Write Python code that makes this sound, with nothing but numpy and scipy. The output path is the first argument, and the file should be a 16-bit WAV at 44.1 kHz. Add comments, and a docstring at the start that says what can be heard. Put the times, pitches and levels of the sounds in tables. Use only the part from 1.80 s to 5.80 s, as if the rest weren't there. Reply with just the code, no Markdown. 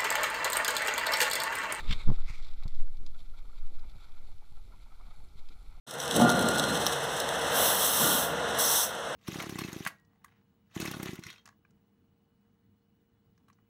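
"""An object splashes into the sea a few metres from a kayak: a plume hisses, the cavity slaps shut,
the thrown water rains back and stray drops tick. Wavelets then lap, glug and fizz with ringing bubbles
and bump the hull. Wind sways and buffets the microphone, whose waterproof case gives the water
a hollow colour."""
import sys
import numpy as np
from scipy import signal
from scipy.fft import rfft, irfft
from scipy.io import wavfile
from scipy.ndimage import uniform_filter1d

SR = 44100
rng = np.random.default_rng(int(sys.argv[2]) if len(sys.argv) > 2 else 0)


def persist_wave(psi):
    """Save psi, clipped to +-1, as 16-bit WAV."""
    counts = np.round(np.clip(psi, -1, 1) * 32767).astype(np.int16)
    wavfile.write(sys.argv[1], SR, np.atleast_2d(counts).T)


N = 176400
T = np.arange(N) / SR

# Ringing of the waterproof case. Each row, as in every *_colour table: frequency in Hz, gain in dB.
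CASE_COLOUR = [(300, 16.5), (900, 15.5), (1400, 5.5), (1750, -2.5), (2250, 7), (2850, -8.5), (3600, 6.5),
               (4300, 3.5), (5400, -1.5), (6500, -7), (7500, -2.5), (9000, -10), (15000, -3)]


def splash():
    """A plume hisses upward, the cavity slaps shut in a dense crackle, and thrown sheets of water land."""
    # Each row: peak time in s, level in dB, rise in s, fall in s.
    slap_swells = [(0.097, -43.5, 0.017, 0.0086), (0.111, -32.5, 0.0035, 0.0093),
                   (0.128, -30.5, 0.004, 0.0063)]
    plume_swells = [(0.006, -41.5, 0.0067, 0.0057), (0.05, -59.5, 0.059, 0.047), (0.14, -48, 0.076, 0.042),
                    (0.207, -49.5, 0.027, 0.039)]
    sheet_swells = [(0.498, -46.5, 0.019, 0.021), (0.542, -53.5, 0.022, 0.054)]
    slap_colour = [(200, -25), (450, -15), (700, -17), (1000, -5), (1450, -3), (1750, -5.5), (2150, 5.5),
                   (2900, -0.5), (3600, 6), (4500, -6), (5200, -5.5), (6200, -21), (7500, -16), (9000, -29),
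                   (15000, -34)]
    plume_colour = [(240, -9), (400, -2), (838, -13), (913, 6), (980, -12), (1070, -4), (1360, -2.5),
                    (1780, -14), (2240, 1.5), (2930, -16), (3740, 2), (5730, -25.5), (7610, -18),
                    (8900, -26), (12000, -30), (15600, -56), (22000, -120)]
    sheet_colour = [(180, -41), (300, -21), (353, -11), (383, -22), (437, -12), (680, -17), (1350, -4),
                    (1700, -15), (2210, 3.5), (2730, -9), (2870, -17), (4770, -11.5), (15000, -36)]
    slaps = colour(patter(per_s=7000, spread_db=1), slap_colour) * swells(slap_swells)
    plume = colour(patter(per_s=5700, spread_db=3.5), plume_colour) * swells(plume_swells)
    sheets = colour(patter(per_s=4900, spread_db=3), sheet_colour) * swells(sheet_swells)
    return slaps + plume + sheets


def spray():
    """Fine droplets rain down, then thin out to the patter of the churned water."""
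    # Each row: time in s, relative level in dB.
    levels = [(0, -60.5), (0.17, -61), (0.3, -59.5), (0.45, -63), (0.64, -57), (0.76, -64.5), (0.95, -65),
              (1.1, -74), (1.5, -70), (1.9, -71.5), (2.25, -69.5), (2.55, -72.5), (2.8, -72.5), (3.4, -73),
              (3.7, -72), (4.0, -71)]
    spray_colour = [(940, -61), (1600, -16.5), (1770, -10.5), (2030, 1.5), (2260, -5), (2910, -8),
                    (3530, 2.5), (3980, 0), (5710, -11), (6760, -31), (7360, -10), (8420, -30),
                    (12000, -26), (15600, -53), (22000, -120)]
    level_db = curve(levels) - 3.5 + 1.5 * walk(per_s=45)
    return colour(patter(per_s=2500, spread_db=4), spray_colour) * undb(level_db)


def drops():
    """Single drops land close by, each a short cluster of impacts ringing the case."""
    # Each row: start in s, level in dB, pitch in Hz, decay in s.
    landings = [(0.622, -54, 4130, 0.0069), (0.646, -48.5, 3880, 0.003), (0.667, -54, 4400, 0.004),
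                (0.684, -51, 3400, .004), (0.735, -57, 4200, 0.0054), (0.824, -48, 1770, 0.0049),
                (0.834, -44, 3870, 0.0037), (0.879, -43, 4900, 0.0023), (0.947, -56, 4300, 0.0026),
                (0.993, -58, 1860, 0.02), (1.169, -57.5, 3780, 0.0052), (1.263, -43.5, 3950, 0.0036),
                (1.345, -59, 3000, 0.0045), (1.39, -51.5, 3990, 0.0028), (1.589, -61, 3630, 0.0024),
                (1.756, -60, 3600, 0.004), (1.993, -54, 3900, 0.0028), (2.097, -55, 4160, 0.003),
                (2.319, -57, 3610, 0.0036), (2.999, -61.5, 2200, 0.0027), (3.033, -57, 4310, 0.0023),
                (3.339, -60.5, 5200, 0.003), (3.485, -60, 4400, 0.0025), (3.585, -56, 3380, 0.003),
                (3.687, -47, 3540, 0.0032), (3.72, -55, 2600, 0.0035)]
    impacts = colour(patter(per_s=14000, spread_db=-8.5), CASE_COLOUR)
    return sum(burst(impacts, start_s, db, hz, decay_s, half_width_oct=0.64)
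               for start_s, db, hz, decay_s in landings)


def glugs():
    """Air pockets close with a small slosh and ring briefly, rising in pitch."""
    # Each row: peak time in s, level in dB, starting pitch in Hz.
    pockets = [(0.057, -42, 1187), (0.932, -57, 1210), (1.075, -54, 1470), (1.346, -54, 1282),
               (1.358, -53.5, 1390), (1.541, -51.5, 1335), (1.695, -52.5, 1150), (1.73, -53.5, 1305),
               (1.757, -58, 980), (1.869, -58, 800), (2.029, -57, 1346), (2.04, -54, 930),
               (2.162, -60, 550), (2.219, -52, 1294), (2.243, -54, 1305), (2.36, -58, 1320),
               (2.487, -56, 816), (2.621, -52, 814), (2.722, -57, 790), (2.771, -54, 1274),
               (2.907, -54.5, 650), (2.923, -51.5, 1315), (2.938, -53, 950), (3.063, -57, 860),
               (3.119, -51, 1253), (3.2, -54, 1013), (3.21, -50, 1195), (3.267, -54.5, 1070),
               (3.282, -61, 1355), (3.31, -50.5, 1206), (3.404, -56, 830), (3.42, -55.5, 686),
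               (3.613, -57, 750), (3.709, -55, 1340), (3.949, -55.5, 1220), (3.978, -54, 734)]
    attack_s, decay_s, glide_per_s = 0.004, 0.007, 4.94
    out, wash = 0, noise(CASE_COLOUR)
    for peak_s, db, hz in pockets:
        age_s = np.clip(T - peak_s + attack_s, 0, 0.2)
        phase = 2 * np.pi * hz * age_s * (1 + glide_per_s * age_s / 2)
        ring = undb(db) * np.sin(phase) * np.exp(-age_s / decay_s)
        slosh = burst(wash, peak_s, db - 6, hz, decay_s, half_width_oct=0.97)
        out += (ring + slosh) * (1 - np.exp(-age_s / attack_s))
    return out


def lapping():
    """Small bubbles ring and glide upward over the wash of the wavelets."""
    # Each row: time in s, relative level in dB.
    levels = [(0, -63), (0.4, -69.5), (0.7, -67.5), (0.8, -72.5), (1.2, -76.5), (1.4, -76), (1.5, -74),
              (1.75, -72.5), (2.0, -71.5), (2.25, -73), (2.55, -73.5), (2.8, -74.5), (2.95, -73),
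              (3.25, -69.5), (3.45, -75), (3.7, -73.5), (3.9, -75.5), (4.0, -72.5)]
    lap_colour = [(200, -29), (350, -10), (600, -5.5), (820, 3.5), (1050, -3), (1350, 6), (1520, -1.5),
                  (1680, -10.5), (1900, -14.5), (2080, -4), (2300, 3), (2800, -16.5), (3600, -31)]
    bubbles_per_s, low_hz, high_hz, mean_cycles, glide = 420, 442, 2520, 13.3, 0.11
    bubbles = np.zeros(N + SR)
    for when, pitch, faintness, length in rng.random((int(bubbles_per_s * N / SR), 4)):
        hz = low_hz * (high_hz / low_hz) ** pitch
        life_s = mean_cycles * (0.5 + length) / hz
        progress = np.arange(int(life_s * SR)) / (life_s * SR)
        phase = 2 * np.pi * hz * life_s * progress * (1 + glide * progress / 2)
        gain = undb(-0.5 * np.log(max(faintness, 0.01))) * np.sqrt(hz)
        start = int(when * N)
        bubbles[start:start + len(phase)] += gain * undb(-40 * progress) * np.sin(phase)
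    water = colour(bubbles[:N], lap_colour) + undb(-2) * noise(lap_colour)
    return unit(water) * undb(curve(levels) + 2.5 + 2 * walk(per_s=18))


def sloshes():
    """Small crests spill over in a soft rush of droplets."""
    # Each row: peak time in s, level in dB.
    crests = [(1.407, -59.5), (1.589, -60.5), (1.786, -62), (1.954, -63), (2.099, -63.5), (2.21, -62.5),
              (2.245, -59), (2.38, -65), (3.031, -65), (3.27, -66.5), (3.31, -66.5), (3.594, -61),
              (3.725, -62.5)]
    slosh_colour = [(200, -10.5), (700, -1.5), (1400, -1), (1750, -13), (2250, 3.5), (2850, -9.5),
                    (3500, 4.5), (4300, 0.5), (5400, -11), (6400, -17.5), (7500, -10), (8700, -29),
                    (10000, -16), (15000, -31)]
    rise_s, fall_s = 0.018, 0.0091
    envelope = swells([(peak_s, db, rise_s, fall_s) for peak_s, db in crests])
    return colour(patter(per_s=4000, spread_db=2), slosh_colour) * envelope


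def hull():
    """Wavelets slap the kayak, and the hull answers with one or two dull swings."""
    # Each row: start in s, level in dB, pitch in Hz.
    bumps = [(0.991, -53, 90), (1.385, -54, 85), (2.152, -45, 104), (2.541, -48, 86), (2.717, -48, 100),
             (2.85, -49, 90), (3.283, -48.5, 110), (3.386, -50, 86), (3.459, -55, 80), (3.554, -46, 86),
             (3.752, -54, 95), (3.974, -50.5, 128)]
    slap_colour = [(60, -11), (150, 12), (280, -3), (450, -6), (800, -26), (2000, -40)]
    rise_s, decay_s = 0.0022, 0.013
    out, slap = 0, undb(-12) * noise(slap_colour)
    for start_s, db, hz in bumps:
        age_s = np.clip(T - start_s, 0, 0.3)
        envelope = (1 - np.exp(-age_s / rise_s)) * np.exp(-age_s / decay_s)
        out += undb(db) * (np.sin(2 * np.pi * hz * age_s) + slap) * envelope
    return out


def buffets():
    """Eddies thud on the microphone as rounded pressure pulses; the pushes carry a little turbulence."""
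    # Each row: peak time in s, level in dB, half width in s, signed gain (push +, suction -).
    eddies = [(0.0969, -22, 0.0028, -0.81), (0.1087, -24, .0017, -1.18), (0.1239, -26, 0.0014, -0.76),
              (0.2777, -18.5, 0.0015, 0.94), (0.2909, -15.5, 0.0014, 0.92), (0.3015, -15, 0.0016, 0.92),
              (0.3085, -23.5, 0.0014, 1), (0.3164, -22.5, 0.00088, 0.97), (0.325, -26, 0.0014, 0.89),
              (0.503, -30, 0.003, 0.84), (0.8583, -25, 0.0021, 1), (0.868, -32.5, 0.0033, 1),
              (0.874, -39, 0.0012, 0.71)]
    thud_colour = [(5, 4), (40, 3.5), (80, 0.5), (125, 2), (190, 5.5), (260, -1), (450, 4), (1000, -1)]  # low boom of the thuds, near 190 Hz
    flutter_colour = [(100, 10.5), (400, -3.5), (1050, 0.5), (1600, -13.5), (4000, -46)]
    pulses = np.array([push * undb(db) / (1 + ((T - peak_s) / half_width_s) ** 2)
                       for peak_s, db, half_width_s, push in eddies])
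    thuds = filtered(pulses.sum(axis=0), thud_colour)
    pushes = np.maximum(pulses, 0).sum(axis=0)
    return thuds + undb(-21) * pushes * noise(flutter_colour)


def wind():
    """Wind gives slow pressure swings, a gusty rumble and short puffs rustling on the case."""
    # Each row: time in s, level in dB.
    sway_levels = [(0, -32.5), (0.2, -19), (0.35, -12.5), (0.6, -29), (0.85, -27), (1.04, -19.5),
                   (1.4, -34), (1.9, -27.5), (2.15, -35), (2.45, -38.5), (3.0, -40), (4.0, -35.5)]
    rumble_levels = [(0, -40.5), (0.35, -43.5), (0.65, -52), (1.04, -48.5), (1.4, -49.5), (1.9, -52),
                     (2.3, -52), (2.5, -51), (2.65, -54), (2.85, -49), (3.18, -56.5), (3.45, -49.5),
                     (3.75, -52), (4.0, -51)]
    # Each row: peak time in s, level in dB, rise in s, fall in s.
    puff_swells = [(1.05, -61, 0.045, 0.044), (1.23, -61.5, 0.02, 0.043), (1.65, -66.5, 0.02, 0.084),
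                   (1.92, -63.5, 0.03, 0.04), (2.05, -65, 0.038, 0.019), (2.42, -67, 0.013, 0.046),
                   (2.88, -64.5, 0.012, 0.035), (3.44, -68, 0.024, 0.025), (3.71, -61.5, 0.013, 0.024),
                   (3.86, -67, 0.015, 0.019)]
    sway_colour = [(2, -19), (5, 3), (10, 0), (20, -12.5), (30, -32), (50, -50), (100, -81), (300, -105)]
    rumble_colour = [(15, -29), (30, 5.5), (60, -8), (110, -20.5), (200, -26.5), (400, -34), (800, -48.5),
                     (2000, -65.5)]
    puff_colour = [(60, -10), (180, 3.5), (320, -0.5), (500, -4), (900, -15), (2000, -50)]
    rumble = noise(rumble_colour) * undb(curve(rumble_levels) + 2.05 * walk(per_s=14))
    sway = noise(sway_colour) * undb(curve(sway_levels))
    puffs = noise(puff_colour) * swells(puff_swells)
    edge_s = np.minimum(T, T[-1] - T)
    fade = np.sin(np.pi / 2 * np.minimum(edge_s / 0.03, 1))
    return fade * (sway + rumble) + puffs


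def foam():
    """A fine high fizz flickers in level over a faint even hiss."""
    fizz_colour = [(2800, -9), (3400, -1), (4400, 10.5), (4900, -26), (6300, -14), (7400, 1.5),
                   (8500, -11.5), (10000, 1), (11500, -13), (14000, -18), (16000, -24)]
    hiss_colour = [(300, 2), (1300, -2), (1750, -18), (2300, 0.5), (2900, 2.5), (4000, 1), (6200, 0),
                   (7400, -4), (8600, -2.5), (10000, -4), (12000, -2), (15000, -7)]
    fizz = colour(patter(per_s=570, spread_db=2.5), fizz_colour)
    flicker_db = 3.5 * walk(per_s=25.04)
    return fizz * undb(-79 + flicker_db) + undb(-75.5) * noise(hiss_colour)


def undb(db):
    """Decibels to gain."""
    return 10 ** (np.asarray(db) / 20)


def unit(x):
    """Scale to rms 1."""
    return x / np.sqrt(np.mean(x ** 2))


def curve(rows):
    """Join (s, value) rows by straight lines."""
    return np.interp(T, *np.array(rows).T)


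def filtered(x, points):
    """Filter by (Hz, dB) points."""
    hz, db = np.array(points).T
    bins_hz = np.maximum(np.fft.rfftfreq(N, 1 / SR), 1)
    return irfft(rfft(x) * undb(np.interp(np.log(bins_hz), np.log(hz), db)), N)


def colour(x, points):
    """Filter by (Hz, dB) points and scale to rms 1."""
    return unit(filtered(x, points))


def noise(points):
    """Coloured noise of rms 1."""
    return colour(rng.standard_normal(N), points)


def walk(per_s):
    """Random steps, smoothed twice; rms 1."""
    hold = int(SR / per_s)
    steps = np.repeat(rng.standard_normal(N // hold + 1), hold)
    return unit(uniform_filter1d(uniform_filter1d(steps, hold), hold)[:N])


def patter(per_s, spread_db):
    """Random impacts; a positive spread makes a few louder, a negative one a few softer."""
    hits = rng.random(N) < per_s / SR
    signs = np.sign(rng.standard_normal(N))
    return hits * signs * undb(spread_db * np.minimum(rng.exponential(size=N), 5))


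def swells(rows):
    """Envelope of exponential rises and falls, summed in power."""
    return np.sqrt(sum((undb(db) * np.exp(-np.maximum((peak_s - T) / rise_s, (T - peak_s) / fall_s))) ** 2
                       for peak_s, db, rise_s, fall_s in rows))


def burst(x, start_s, db, hz, decay_s, half_width_oct, rise_s=0.00099):
    """A short burst of x around one pitch."""
    age_s = np.maximum(T - start_s, 0)
    band = [(f, -10 * np.log10(1 + (np.log2(f / hz) / half_width_oct) ** 4))
            for f in np.geomspace(50, SR / 2, num=40)]
    envelope = (1 - np.exp(-age_s / rise_s)) * np.exp(-np.minimum(age_s / decay_s, 20))
    return undb(db) * colour(x, band) * envelope


def scene():
    """Water and wind in the open, with no echo; mono."""
    water = splash() + spray() + drops() + glugs() + lapping() + hull() + foam()
    return (water + wind() + buffets() + sloshes())[None]


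def record(dry):
    """The camera cuts the top treble."""
    cutoff_hz = 15350
    return signal.sosfilt(signal.ellip(14, 0.1, 80, cutoff_hz, fs=SR, output="sos"), dry)


dry = scene()
out = record(dry)
persist_wave(out)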